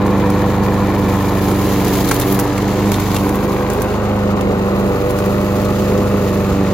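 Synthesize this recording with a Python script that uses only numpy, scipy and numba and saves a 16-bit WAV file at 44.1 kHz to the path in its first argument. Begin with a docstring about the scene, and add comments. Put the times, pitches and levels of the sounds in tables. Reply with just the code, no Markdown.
"""Petrol push mower in dry grass

Heard from the handle, a single cylinder fires every second turn while a two-ended blade drones and
churns the air under the steel deck. Cut stalks crackle, grit and twigs hit the deck, and the engine
sags and thuds harder in the thick patches. The mower is pushed out to a tree and swung away, which
shifts the hollow colour of its noise."""
import sys
import numpy as np
from scipy import signal
from scipy.fft import rfft, irfft
from scipy.io import wavfile
from scipy.ndimage import uniform_filter1d, map_coordinates
from numba import njit

SR = 44100
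rng = np.random.default_rng(int(sys.argv[2]) if len(sys.argv) > 2 else 0)


def dump_mix(stems):
    """Bounce the given channels to the path in sys.argv[1] as a 16-bit WAV at rate SR."""
    frames = np.atleast_2d(stems).T  # one column per channel
    limited = np.clip(frames, -1, 1)  # hard clip at full scale
    pcm = np.round(limited * 32767).astype(np.int16)
    wavfile.write(sys.argv[1], SR, pcm)


N = 296793
TIME = np.arange(N) / SR
GOVERNED_HZ = 49.9  # the crank speed the governor aims for


def undb(db):
    """Decibels to gain."""
    return np.exp(np.asarray(db) * (np.log(10) / 20))


def curves(table):
    """One automation curve for each column after the time."""
    times, *columns = np.transpose(table)
    return [np.interp(TIME, times, column) for column in columns]


def unit(x):
    """Scale to rms 1."""
    return x / np.sqrt(np.mean(x ** 2))


def wander(rate):
    """Smooth random modulation of rms 1 that moves about rate times a second."""
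    hold = max(int(SR / rate), 1)
    steps = rng.standard_normal(N)[np.arange(N) // hold]
    return unit(uniform_filter1d(steps, hold))


def colour(x, points, size=16384):
    """Minimum-phase EQ through (f/Hz, level/dB) points."""
    hz, db = np.transpose(points)
    bins_hz = np.maximum(np.arange(size // 2 + 1) * SR / size, 1)
    gain = undb(np.interp(np.log(bins_hz), np.log(hz), db))
    cepstrum = irfft(np.log(gain))
    cepstrum[1:size // 2] *= 2
    cepstrum[size // 2 + 1:] = 0
    impulse = irfft(np.exp(rfft(cepstrum)))
    return signal.fftconvolve(x, impulse)[:N]


# Stereo width, side against mid: f/Hz, level/dB
SIDE_EQ = [(60, 2), (250, -17), (500, -18.5), (1200, -10), (2400, -5.5), (4400, -3), (5700, -0.5),
           (7000, -0.5), (9000, 16), (11000, 1.5), (13000, -77)]
def stereo(mid, side):
    """Left and right: tight in the mids, wide in the treble and the deep bass."""
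    return mid + np.array([[1], [-1]]) * colour(side, SIDE_EQ)


def noise_bed(envelope, eq):
    """Stereo noise shaped by an envelope, coloured by a body and normalised."""
    mid, side = (unit(colour(envelope * rng.standard_normal(N), eq)) for _ in range(2))
    return stereo(mid, side)


def jolt(at_s, hz, level_db, half_length_s):
    """A short low thud as the mower jolts."""
    t = TIME - at_s
    return undb(level_db) * np.exp(-(t / half_length_s) ** 2) * np.sin(2 * np.pi * hz * t)


def tails(power, decay_s):
    """Give each spike of power an instant attack and an exponential tail."""
    return signal.lfilter([1], [1, -np.exp(-2 / (decay_s * SR))], power)


def snaps(per_s, grain_db, decay_s):
    """Envelope of randomly timed snaps of uneven size."""
    sizes = undb(grain_db * np.minimum(rng.exponential(size=N), 7))
    hits = rng.random(N) < per_s / SR
    return np.sqrt(tails((sizes * hits) ** 2, decay_s))


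# Tone of the snapping stalks and of the fine dust: f/Hz, level/dB
STALK_EQ = [(1000, -10.5), (2500, 2), (3800, 1), (4700, 0.5), (5600, -3.5), (6600, 0), (7600, -4.5),
            (9000, -24.5), (12000, -47)]
DUST_EQ = [(5000, -35), (8800, -20), (10300, 5), (12000, 3), (14000, 7), (16000, 0.5)]
# Fader rides for what the blade chops, before trim: t/s, stalk level/dB, dust level/dB
GRASS_RIDE = [(0, -43, -49), (0.95, -40, -45), (1.55, -36.5, -38.5), (1.82, -33, -36), (2.05, -32, -34.5),
              (2.35, -35, -34.5), (2.5, -38, -44.5), (2.8, -36, -43), (2.92, -35, -40), (3.13, -33.5, -38),
              (3.3, -39.5, -41.5), (3.6, -40, -45), (3.75, -40, -44.5), (3.95, -41.5, -47.5),
              (4.3, -43.5, -51.5), (4.55, -43.5, -50.5), (4.75, -42.5, -47), (5.1, -40.5, -44.5),
              (5.9, -38, -43.5), (6.4, -40, -44.5), (6.73, -40, -50)]
def cutting(turns, stalk_trim_db, dust_trim_db, tuft_db):
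    """Dry stalks snap and sand ticks on the deck, in tufts, swept round by the blade."""
    stalk_db, dust_db = curves(GRASS_RIDE)
    feed = undb(tuft_db * wander(70) + 0.1 * np.cos(np.pi * turns))
    breaking = feed * snaps(per_s=3500, grain_db=1.9, decay_s=0.002)
    sand = breaking * snaps(per_s=4000, grain_db=-0.8, decay_s=0.01)
    crackle = undb(stalk_db + stalk_trim_db) * noise_bed(breaking, STALK_EQ)
    hiss = undb(dust_db + dust_trim_db) * noise_bed(sand, DUST_EQ)
    return crackle + hiss


def grass_load(thin_db=-42, thick_db=-28):
    """How full the deck is, 0 to 1, following the stalk fader."""
    stalk_db = curves(GRASS_RIDE)[0]
    return np.clip((stalk_db - thin_db) / (thick_db - thin_db), 0, 1)


# Tone of a hit's transient: f/Hz, level/dB
CRACK_EQ = [(600, 17.5), (1600, 10.5), (4000, 3), (6800, 7), (9000, -1), (11000, 0.5), (14000, -4),
            (16000, 1)]
# Ring of the steel deck: f/Hz, level/dB, t60/s
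STEEL_MODES = [(860, -1, .025), (1120, 5, 0.034), (1340, 4, 0.026), (1545, 6.5, 0.029), (2150, -0.5, 0.059),
               (2330, -4, 0.048), (2730, -0.5, .05), (3230, 2, .028), (3640, 3, 0.04), (4190, 3.5, 0.041),
               (5100, -1, .04), (5950, -4, 0.039), (6640, -1, .03)]
# Grit and twig cues: t/s, relative level/dB, ring against that level/dB, ring centre f/Hz
DEBRIS_HITS = [(0.0633, -25, -11, 1800), (0.3007, -22, -14, 1770), (1.4851, -22, -4, 1760),
               (1.514, -22, -8, 1790), (1.8467, -19, -14, 2300), (1.881, -21, -18, 2300),
               (1.9526, -17, -11, 1947), (2.0881, -14, -15, 4140), (2.111, -11, -5, 2110),
               (2.1133, -19, 7, 1300), (2.1145, -22, 6, 2175), (2.142, -16.5, -27, 1680),
               (2.198, -12, -20, 4330), (2.2123, -20, -10, 3600), (2.2185, -22, -4, 3650),
               (2.323, -16, -30, 1402), (2.39, -13.5, -11, 1390), (2.3965, -14.5, -24, 1394),
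               (2.579, -21.5, 0, 2300), (2.9176, -13, -12, 1831), (2.941, -19.5, -5, 3500),
               (2.9995, -19, -13, 1793), (3.145, -19, -13, 4100), (3.1643, -14, -5, 2800),
               (3.291, -19, -9, 1603), (3.355, -24, -23, 2285), (3.7, -18.5, -9, 1680),
               (3.7329, -23, -20, 1665), (3.8183, -16, -15, 1694), (4.409, -23, -8, 2900),
               (5.1068, -23.5, -19, 1460), (5.187, -19.5, -9, 1410), (5.2591, -26, -20, 1460),
               (5.6161, -29, -14, 2300), (5.65, -25, -10, 4120)]
def debris(crack_db, tick_db, crack_s, skitter_db, skitter_s, focus_db_per_octave, lightest_ring_db):
    """Each piece cracks on the deck, rings the modes near its pitch and skitters; light grit ticks."""
    cracks, ticks, rings = np.zeros((3, N))
    t = TIME[:SR // 10]
    attack = 1 - np.exp(-t / 0.0005)
    burst = attack * (np.exp(-t / crack_s) + undb(skitter_db) * np.exp(-t / skitter_s))
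    for at_s, hit_db, ring_db, centre_hz in DEBRIS_HITS:
        span = slice(int(at_s * SR), int(at_s * SR) + len(t))
        steel = 0
        for hz, db, t60 in STEEL_MODES:
            mode_db = db - focus_db_per_octave * abs(np.log2(hz / centre_hz))
            steel += undb(mode_db - 60 * t / t60) * np.sin(2 * np.pi * (hz * t + rng.random()))
        lightness = np.clip(ring_db / lightest_ring_db, 0, 1)  # less ring means a lighter piece
        cracks[span] += undb(hit_db) * np.sqrt(1 - lightness) * burst
        ticks[span] += undb(hit_db) * lightness * burst
        rings[span] += undb(hit_db + ring_db) * attack * steel
    crack = stereo(*(colour(cracks * rng.standard_normal(N), CRACK_EQ) for _ in range(2)))
    tick = stereo(*(colour(ticks * rng.standard_normal(N), DUST_EQ) for _ in range(2)))
    return undb(crack_db) * crack + undb(tick_db) * tick + rings


# The mower's path out to the tree and away: t/s, distance/m
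MOWER_PATH = [(0, 1.28), (2.3, 1.46), (3.1, 1.59), (3.65, 1.55), (4.4, 1.5), (6.73, 1.59)]
def nearness_db(handle_m=1.5):
    """Level falls with distance, 0 dB at a handle's length."""
    return 20 * np.log10(handle_m / curves(MOWER_PATH)[0])


def fader_db(before_db, after_db, grass_db):
    """A layer's level: it crossfades over the swing and follows grass load and distance."""
    swing_s = (3.8, 4.52)
    return np.interp(TIME, swing_s, (before_db, after_db)) + grass_db * grass_load() + nearness_db()


# Tone of the loose metal: f/Hz, level/dB
CLATTER_EQ = [(900, -35), (1500, 3), (1850, 1), (2150, 0), (2450, -1.5), (2800, -5), (3200, -9),
              (4200, -10.5), (9000, -61)]
def clatter(turns, knock_db, knock_s, scatter_db, slack_turns):
    """Loose metal rattles steadily and knocks once a turn, uneven in time and force."""
    due_turns = np.arange(turns[-1]) + 0.7
    timing, force = rng.standard_normal((len(due_turns), 2)).T
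    at = np.interp(due_turns + slack_turns * timing, turns, np.arange(N)).astype(int)
    knocks = np.zeros(N)
    knocks[at] = undb(knock_db + scatter_db * force)
    rattle = np.sqrt(1 + tails(knocks ** 2, knock_s)) * undb(1.1 * wander(400))
    return undb(fader_db(-35.5, -36, grass_db=2)) * noise_bed(rattle, CLATTER_EQ)


# Low roar and midrange rush of the air under the deck: f/Hz, level/dB
ROAR_EQ = [(25, -44), (45, -14), (70, -10), (120, -8.5), (170, -2.5), (270, 0.5), (420, 2), (560, -5),
           (700, -7), (1100, -19), (3000, -75)]
RUSH_EQ = [(300, -40.5), (550, 0), (760, 3.5), (1100, 2), (1330, -3), (1600, -6.5), (2500, -28.5),
           (6000, -102.5)]
def deck_air(turns, chop_db, sway_db, throb_db, gust_db):
    """Air torn by the blade pulses at each pass, one tip a little harder than the other."""
    chop = chop_db * np.cos(4 * np.pi * turns)  # every tip
    sway = sway_db * np.cos(2 * np.pi * turns)  # every turn
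    throb = throb_db * np.cos(np.pi * (turns - 1))  # every engine cycle
    roar_db = fader_db(-21.5, -20, grass_db=3) + gust_db * wander(5)
    rush_db = fader_db(-24.5, -24.5, grass_db=-1)
    roar = noise_bed(undb(chop + wander(60)), ROAR_EQ)
    rush = noise_bed(undb(chop + sway + throb + 1.3 * wander(250)), RUSH_EQ)
    return undb(roar_db) * roar + undb(rush_db) * rush


@njit
def swept_band(x, hz, width_hz):
    """State-variable band-pass with unity gain at its moving centre."""
    out, band, low = np.empty(len(x)), 0., 0.
    for i in range(len(x)):
        tuning, damping = np.tan(np.pi * hz[i] / SR), width_hz / hz[i]
        passed = (band + tuning * (x[i] - low)) / (1 + tuning * (tuning + damping))
        band, low = 2 * passed - band, low + 2 * tuning * passed
        out[i] = damping * passed
    return out


# Swept dips and peaks in the deck noise: f/Hz at each of five headings, width/Hz, level/dB
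HOLLOW_BANDS = [(446, 450, 420, 330, 420, 81, -1), (630, 570, 660, 620, 690, 155, -5),
                (745, 660, 610, 730, 990, 170, -1), (1040, 1070, 1020, 1120, 1266, 130, 2.5),
                (1210, 1060, 1450, 990, 950, 110, -4.5), (1560, 1500, 1780, 1680, 1595, 205, -9),
                (1780, 1720, 1900, 1756, 1930, 155, 3), (2140, 2200, 2506, 2370, 2127, 140, -2),
                (2350, 2150, 2378, 2900, 2670, 210, 4), (2700, 2370, 3000, 3500, 3300, 270, -4.5),
                (3950, 4000, 3450, 3700, 4000, 400, 2), (5600, 5500, 5200, 6400, 5983, 700, -1)]
def hollows(x):
    """The deck's hollow colour glides as the mower nears the tree and swings round."""
    headings_s = (1.0, 2.4, 3.55, 4.2, 4.7)  # heading in, close, at the tree, swinging, heading away
    for *hz, width_hz, db in HOLLOW_BANDS:
        centre_hz = np.interp(TIME, headings_s, hz)
        x = x + (undb(db) - 1) * swept_band(x, centre_hz, float(width_hz))
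    return x


# Dips and swells of single tones in the hum: t/s, half length/s, level/dB, f/Hz
TONE_SWELLS = [(0.3, 0.26, 1, 500), (0.4, 0.62, 3, 175), (0.62, 0.11, -5, 300), (1.308, 0.088, -4, 200.3),
               (1.976, 0.42, 3.5, 300), (2.187, 0.45, -5.5, 100), (2.184, 0.06, -25, 200),
               (2.25, 0.49, 5, 125), (2.29, 0.056, 14, 400), (2.304, 0.03, 5, 200), (2.45, 0.52, -7, 75),
               (2.476, .05, -22, 200), (2.88, 0.053, 6.5, 200), (3.03, 0.066, -5, 200),
               (3.056, 0.14, -15, 500), (3.1, .15, -5, 600), (3.264, 0.066, 9.5, 300),
               (3.449, 0.13, -18, 100), (3.45, 0.27, -3, 175), (3.646, 0.38, 2.5, 500),
               (3.719, 0.2, -12, 100), (3.75, 0.25, -4, 200), (3.756, 0.5, -11, 300),
               (3.793, 0.07, 12.5, 400), (3.896, 0.11, -6, 200), (4.25, 0.14, -12, 400),
               (4.3, 0.31, -1, 125), (4.84, 0.53, -2.5, 100), (5.052, 0.11, -13, 199.6),
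               (5.1, 0.16, 6, 500), (5.658, 0.15, -22, 400), (5.94, 0.12, 8.5, 500),
               (6.579, 0.072, 8.5, 300), (6.649, 0.18, 9, 178)]
def swell_db(hz, width_octaves=0.1):
    """An engine or blade tone fades or swells for a moment at each cue near its pitch."""
    out = np.zeros(N)
    for at_s, half_s, db, centre_hz in TONE_SWELLS:
        octaves = np.log2(hz / centre_hz)
        if abs(octaves) < 1:
            near = abs(TIME - at_s) < np.pi * half_s
            out[near] += db * np.exp(-((TIME[near] - at_s) / half_s) ** 2 - (octaves / width_octaves) ** 2)
    return out


def firing(turns, chamber_eq, scatter_db, jitter_s):
    """One puff every second turn rings a chamber; no two are alike."""
    fired_s = np.interp(np.arange(1, turns[-1], 2), turns, TIME)
    timing, force = rng.standard_normal((len(fired_s), 2)).T
    at = np.clip((fired_s + jitter_s * timing) * SR, 0, N - 1).astype(int)
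    puffs = np.zeros(N)
    puffs[at] = undb(scatter_db * force)
    return unit(colour(puffs, chamber_eq))


# Body of the air box and of the silencer: f/Hz, level/dB
AIR_BOX_EQ = [(27, -23), (48, 12.5), (76, 13.5), (100, 9.5), (150, -20.5), (500, -87)]
SILENCER_EQ = [(40, -53.5), (75, -15.5), (100, 4), (124, 8), (150, -7.5), (175, 5), (200, -14),
               (250, -10.5), (370, -2.5), (460, -17.5), (620, -24), (1100, -18), (1700, -33.5), (5000, -95)]
def engine(turns, speed_hz, droop_hz):
    """The air box thuds and the silencer barks once a cycle, harder in thick grass."""
    throttle = np.tanh((GOVERNED_HZ - speed_hz) / droop_hz)  # the governor opens as the speed sags
    intake_db = -27.5 - 0.6 * throttle + 3 * grass_load() + nearness_db()
    exhaust_db = -24.5 + 0.5 * grass_load() + nearness_db()
    thuds = firing(turns, AIR_BOX_EQ, scatter_db=0.6, jitter_s=0.0001)
    barks = firing(turns, SILENCER_EQ, scatter_db=1.0, jitter_s=0.00007)
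    out = undb(intake_db) * thuds + undb(exhaust_db) * barks
    for hz in GOVERNED_HZ * np.array([1.5, 2.5, 3.5]):  # three low tones fade and swell
        tone = signal.filtfilt(*signal.iirpeak(hz, hz / 20, fs=SR), out)
        out = out + (undb(swell_db(hz)) - 1) * tone
    return out


# Blade harmonics 1 to 8: level before the swing/dB, level after it/dB, lift in thick grass/dB
BLADE_HARMONICS = [(-20, -20.5, 2), (-20.5, -19.5, -2), (-23.5, -30, -0.5), (-38.5, -29.5, 10.5),
                   (-26.5, -26, -5.5), (-35, -28, 1), (-49, -49, 11), (-44, -50, -14)]
def blade(turns, flutter_rad, spread_rad, waver_db):
    """Two tips pass per turn and drone; eddies shake each pass, the high harmonics most."""
    phase = 4 * np.pi * turns + flutter_rad * wander(70)
    out = 0
    for k, levels in enumerate(BLADE_HARMONICS, 1):
        waver = waver_db * np.sqrt(k) * wander(20)
        db = fader_db(*levels) + swell_db(2 * k * GOVERNED_HZ) + waver
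        offset = spread_rad * k ** 2 * np.array([[1], [-1]])  # left and right slightly out of step
        out = out - np.sqrt(2) * undb(db) * np.sin(k * phase + offset)
    return out


# Stereo image as the mower turns past the tree: t/s, right-side delay/ms
SWING_DELAY = [(0, 0), (1.6, 0.012), (2.9, 0.03), (4, 0.094), (4.45, 0.15), (5.8, 0.097), (6.73, 0.055)]
def swing(pair):
    """The mower reaches the left side first as it swings round."""
    left, right = pair
    lag = curves(SWING_DELAY)[0] * SR / 1000
    return np.array([left, map_coordinates(right, [np.arange(N) - lag], order=2)])


# Crankshaft speed, sagging and recovering: t/s, f/Hz
CRANK_SPEED = [(0.0, 49.9), (0.16, 49.43), (0.48, 49.68), (0.8, 50), (0.96, 49.58), (1.2, 48.82),
               (1.68, 48.82), (1.84, 48.8), (2.08, 48), (2.32, 48.8), (2.48, 48.57), (2.8, 50.4),
               (2.96, 50.5), (3.12, 49.6), (3.28, 49.24), (3.45, 50.08), (3.53, 49.44), (3.77, 50.8),
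               (3.93, 52.1), (4.01, 51.45), (4.09, 51.34), (4.25, 50.67), (4.33, 50.5), (4.57, 49.1),
               (4.73, 49.45), (4.89, 49.27), (4.97, 49), (5.05, 49.38), (5.21, 49.36), (5.29, 49.8),
               (5.77, 50.16), (5.93, 50.44), (6.25, 49.6), (6.41, 49.3), (6.49, 48.75), (6.73, 48.92)]
def scene():
    """The crankshaft clocks the mower's layers; debris hits and one jolt land on top."""
    speed_hz = curves(CRANK_SPEED)[0]
    start_turns, puff_lead_turns = 0.1412, 0.1132  # the puff comes just ahead of a blade tip
    turns = np.cumsum(speed_hz) / SR - start_turns
    metal = clatter(turns, knock_db=6.5, knock_s=0.004, scatter_db=1.8, slack_turns=0.05)
    air = deck_air(turns, chop_db=-1.4, sway_db=0.1, throb_db=-0.1, gust_db=1.0)
    deck = np.array([hollows(channel) for channel in metal + air])
    beat = engine(turns + puff_lead_turns, speed_hz, droop_hz=0.9)
    drone = blade(turns, flutter_rad=0.035, spread_rad=0.0012, waver_db=0.5)
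    grass = cutting(turns, stalk_trim_db=0.53, dust_trim_db=2.5, tuft_db=1.5)
    hits = debris(crack_db=-7.0, tick_db=1.0, crack_s=0.0031, skitter_db=-14, skitter_s=0.016,
                  focus_db_per_octave=23.5, lightest_ring_db=-39.0)
    thud = jolt(at_s=6.525, hz=70, level_db=-16.5, half_length_s=0.015)
    return swing(deck + beat + drone) + grass + hits + thud


# Tonal balance, left against right: f/Hz, level/dB
BALANCE_EQ = [(60, -1.5), (110, -1.5), (200, -1.5), (380, -2.0), (700, 0.0), (1290, 2.0), (2380, 0.5),
              (4400, 1.0), (8120, 0.0), (15000, 0.0)]
def record(dry, ceiling=0.8, top_hz=15800):
    """Master bus: a slightly different EQ on each side, a soft clip and a steep high cut."""
    left = colour(dry[0], [(hz, db / 2) for hz, db in BALANCE_EQ])
    right = colour(dry[1], [(hz, -db / 2) for hz, db in BALANCE_EQ])
    pair = np.array([left, right])
    rounded = pair / (1 + (pair / ceiling) ** 8) ** (1 / 8)
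    high_cut = signal.ellip(10, 0.2, 80, top_hz, fs=SR, output="sos")
    return signal.sosfilt(high_cut, rounded)


dry = scene()
out = record(dry)
dump_mix(out)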